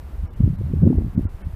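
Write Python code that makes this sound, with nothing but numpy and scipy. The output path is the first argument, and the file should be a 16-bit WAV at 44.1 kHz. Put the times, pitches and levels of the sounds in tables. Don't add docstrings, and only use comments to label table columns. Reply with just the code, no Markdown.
import sys
import numpy as np
from scipy import signal
from scipy.fft import rfft, irfft
from scipy.io import wavfile
from scipy.ndimage import uniform_filter1d

SR = 44100
rng = np.random.default_rng(int(sys.argv[2]) if len(sys.argv) > 2 else 0)


def bounce(signal):
    frames = np.transpose(np.atleast_2d(signal))
    limited = np.clip(frames, -1, 1)
    pcm = np.round(limited * 32767).astype(np.int16)
    wavfile.write(sys.argv[1], SR, pcm)


def natural_amplitude(level_db):
    exponent = np.asarray(level_db, float) / 20
    return 10 ** exponent


N = 68355


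def table(rows, column):
    rows = np.array(rows, float)
    return np.interp(np.arange(N) / SR, rows[:, 0], rows[:, column])


def unit(x):
    return x / np.sqrt(np.mean(x ** 2))


def butter(order, hz, kind, x):
    return signal.sosfilt(signal.butter(order, hz, kind, fs=SR, output="sos"), x)


def walk(rate_hz):
    hold = int(SR / rate_hz)
    steps = np.repeat(rng.standard_normal(N // hold + 1), hold)
    smooth = uniform_filter1d(uniform_filter1d(steps, hold), hold)
    return unit(smooth[:N])


def random_phase(count):
    return 2 * np.pi * rng.random(count)


def shoves(s, db, hz, length_s, phase):
    out = np.zeros(N)
    around = np.arange(-4096, 4096)
    for at, peak, f, width, p in zip(s, natural_amplitude(db), hz, length_s, phase):
        i = int(at * SR) + around
        t = i / SR - at
        inside = (i >= 0) & (i < N)
        bell = np.exp(-4 * np.log(2) * (t / width) ** 2)
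        swing = peak * bell * np.cos(2 * np.pi * f * t + p)
        out[i[inside]] += swing[inside]
    return out


# (frequency [Hz], level [dB per Hz])
FAR_COLOUR = [(150, 0.5), (500, -7.5), (1000, -11.5), (2000, -20), (4000, -29), (6500, -35), (11000, -32.5),
              (15000, -32.5)]


def far_wind():
    hz = np.fft.rfftfreq(N, 1 / SR) + 1
    colour_hz, colour_db = np.array(FAR_COLOUR, float).T
    colour = natural_amplitude(np.interp(np.log(hz), np.log(colour_hz), colour_db)) * (hz > 120)
    roar = unit(irfft(rfft(rng.standard_normal(N)) * colour, N))
    low = signal.sosfiltfilt(signal.butter(2, 2500, fs=SR, output="sos"), roar)
    waver_db = 0.54 * walk(2.94) + 1.0 * walk(36)
    return natural_amplitude(-48.5) * (roar - low + low * natural_amplitude(waver_db))


# (time [s], level [dB])
SNOW_TICKS = [
    (0.001, -46.5),
    (0.201, -56),
    (1.22, -51.5),
]


def snow_ticks():
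    t = np.arange(N) / SR
    puffs = sum(natural_amplitude(db) * np.exp(-((t - s) / 0.0017) ** 2) for s, db in SNOW_TICKS)
    taps = puffs * rng.standard_normal(N)
    return np.diff(taps, prepend=0) / 2


def sway():
    centre_hz = 28.2
    band_hz = [centre_hz * 0.53, centre_hz * 1.3]
    return natural_amplitude(-38.5) * unit(butter(2, band_hz, "band", rng.standard_normal(N)))


# (time [s], slow pressure [dB], flutter [dB])
GUST = [(0.0, -40.5, -25.5), (0.146, -32, -69), (0.24, -23.5, -25.5), (0.284, -44, -38.5),
        (0.384, -32.5, -30), (0.404, -19, -18), (0.508, -20.5, -17.5), (0.544, -33.5, -26),
        (0.802, -21, -18), (0.828, -13.5, -8.5), (0.928, -40.5, -9.5), (0.962, -11, -14.5),
        (1.134, -33.5, -26.5), (1.178, -20.5, -16), (1.394, -43.5, -49.5), (1.472, -21.5, -22),
        (1.518, -37, -41), (1.55, -22, -33)]


def rumble():
    centre_hz, width_hz = 56, 51.5
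    b, a = signal.iirpeak(centre_hz, centre_hz / width_hz, fs=SR)
    x = rng.standard_normal(N)
    for _ in range(2):
        x = signal.lfilter(b, a, x)
    x = butter(2, 130, "low", x)
    flicker_db = 0.5 * walk(15.65)
    return unit(x) * natural_amplitude(table(GUST, 1) - 2 + flicker_db)


def eddies():
    count, cycles = 420, 0.7
    place, phase = rng.random(count), random_phase(count)
    size, strength = rng.standard_normal((2, count))
    gust_db = table(GUST, 2)[(place * N).astype(int)]
    middle_hz = 130 + 4.5 * (gust_db + 21.5)
    hz = middle_hz * 2 ** (0.59 * np.clip(size, -2, 1.2))
    db = gust_db - 6.5 + 2 * strength
    return shoves(place * N / SR, db, hz, cycles / hz, phase)


# (time [s], peak [dB],
# swing [Hz], length [ms])
BUFFETS = [(0.407, -4.5, 171, 5.9), (0.442, -7.5, 123, 13), (0.477, -6, 160, 3.1), (0.505, -11.5, 144, 12),
           (0.538, -21, 167, 10.8), (0.589, -25.5, 145, 7.2), (0.614, -15.5, 154, 2.5),
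           (0.646, -19, 138, 18), (0.669, -32.5, 191, 6.3), (0.686, -20.5, 125, 6.4),
           (0.738, -9.5, 174, 6.56), (0.76, -17.5, 153, 12), (0.803, -26.5, 133, 3.3), (0.833, -5, 162, 15),
           (0.856, -7, 198, 3.3), (0.876, -1, 177, 5.3), (0.901, -7.5, 172, 5.2), (0.929, -8.5, 225, 7),
           (0.954, -13, 205, 4), (0.985, -12, 268, 3.47), (1.022, -17, 170, 2.4), (1.046, -19, 197, 5.4),
           (1.068, -19, 135, 7.4), (1.162, -41, 128, 4.6), (1.18, -5.5, 200, 6.3), (1.21, -16, 142, 2.8),
           (1.236, -25.5, 172, 16), (1.255, -14, 151, 2.9), (1.277, -36, 105, 13),
           (0.058, -31.5, 67.5, 72), (0.236, -28, 79, 38), (0.329, -31.5, 89.3, 23.5), (0.393, -24, 130, 12),
          (.447, -9, 96.4, 28), (.47, -11, 92, 20.5), (1.194, -11.5, 238, 5.25), (1.42, -38, 195.3, 32),
          (.61, -19.5, 100.7, 33), (0.657, -22, 78, 21), (0.774, -15.5, 74.8, 34), (0.816, -15, 96, 28.4),
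          (0.861, -8, 94.8, 34.5), (0.982, -10, 71.5, 18), (1.062, -27, 83.7, 39), (1.186, -20.5, 89.6, 48),
          (1.253, -16.5, 90.4, 39), (1.348, -21, 68, 12), (1.467, -33.5, 84, 40)]


def buffets():
    s, db, hz, ms = np.array(BUFFETS).T
    return natural_amplitude(-0.5) * shoves(s, db, hz, ms / 1000, random_phase(len(s)))


# (time [s], peak [dB], swing [Hz])
SNAPS = [(.478, -29.5, 476), (.615, -33, 446), (.739, -20, 370), (.834, -31, 554), (.878, -33, 864),
         (.93, -28, 692), (.955, -36, 620), (.986, -33.5, 670), (1.02, -36.5, 652), (1.178, -46, 545),
         (1.194, -32, 550), (1.253, -36, 540)]


def snaps():
    s, db, hz = np.array(SNAPS, float).T
    return shoves(s, db, hz, 1.42 / hz, random_phase(len(s)))


def scene():
    fade_s = 0.012
    left_s = (N - np.arange(N)) / SR
    end_fade = np.sin(np.pi / 2 * np.clip(left_s / fade_s, 0, 1))
    background = far_wind() + snow_ticks()
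    close_wind = sway() + rumble() + eddies() + buffets() + snaps()
    return (background + close_wind * end_fade)[None]


# (centre [s], length [s], treble kept below [Hz], treble loss [dB])
DROPOUTS = [(0.269, .016, 2910, 9), (.293, 0.027, 1300, 16), (0.32, 0.023, 1190, 8.5),
            (0.351, .018, 3030, 10), (.572, 0.023, 2200, 8), (0.834, 0.016, 1300, 42),
            (.976, 0.015, 2100, 10), (1.164, 0.019, 2280, 15), (1.266, 0.026, 2130, 20),
            (1.283, 0.016, 2000, 38.5), (1.434, 0.024, 2330, 24)]


def treble_dropouts(x):
    t = np.arange(N) / SR
    size = 2048
    hz = np.fft.rfftfreq(size, 1 / SR)
    window = np.hanning(size)
    out = x
    for s, length, edge_hz, db in DROPOUTS:
        i = int(s * SR) - size // 2
        above = np.clip((hz - edge_hz) / 200, 0, 1)
        treble = irfft(rfft(out[..., i:i + size] * window) * above, size)
        fade = np.clip((length / 2 - np.abs(t[i:i + size] - s)) / 0.008 + 0.5, 0, 1)
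        faint = treble / np.maximum(window, 0.1) * np.sin(np.pi / 2 * fade) ** 2
        out = out - np.pad(faint, [(0, 0), (i, N - i - size)]) * (1 - natural_amplitude(-db))
    return out


# (centre [s], frequency [Hz], peak [dB])
STREAKS = [(.275, 5500, -72), (.275, 2300, -69), (.293, 2930, -69), (.296, 2210, -65), (.297, 1640, -62),
           (.299, 1360, -63), (.318, 3540, -69), (.35, 2840, -64), (.572, 4030, -69.5),
           (0.836, 2830, -66.5), (.835, 1540, -56), (.978, 2040, -65), (1.278, 1063, -57),
           (1.275, 1375, -53), (1.28, 2370, -69), (1.281, 2750, -69), (1.433, 1507, -55),
           (1.434, 1806, -60), (1.432, 2190, -58), (1.435, 2630, -60.5), (1.434, 3100, -65.5),
           (1.432, 3470, -77), (1.432, 9100, -70.5)]


def streaks():
    s, hz, db = np.array(STREAKS, float).T
    return shoves(s, db, hz, np.full(len(s), 0.022), random_phase(len(s)))


def top_cut(x):
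    return signal.sosfilt(signal.butter(12, 15700, fs=SR, output="sos"), x)


def record(dry):
    x = butter(1, 25, "high", np.tanh(dry))
    x = treble_dropouts(x) + streaks()
    mix = signal.sosfilt(signal.ellip(10, 0.2, 45, 15050, fs=SR, output="sos"), x)
    return top_cut(mix)


dry = scene()
out = record(dry)
bounce(out)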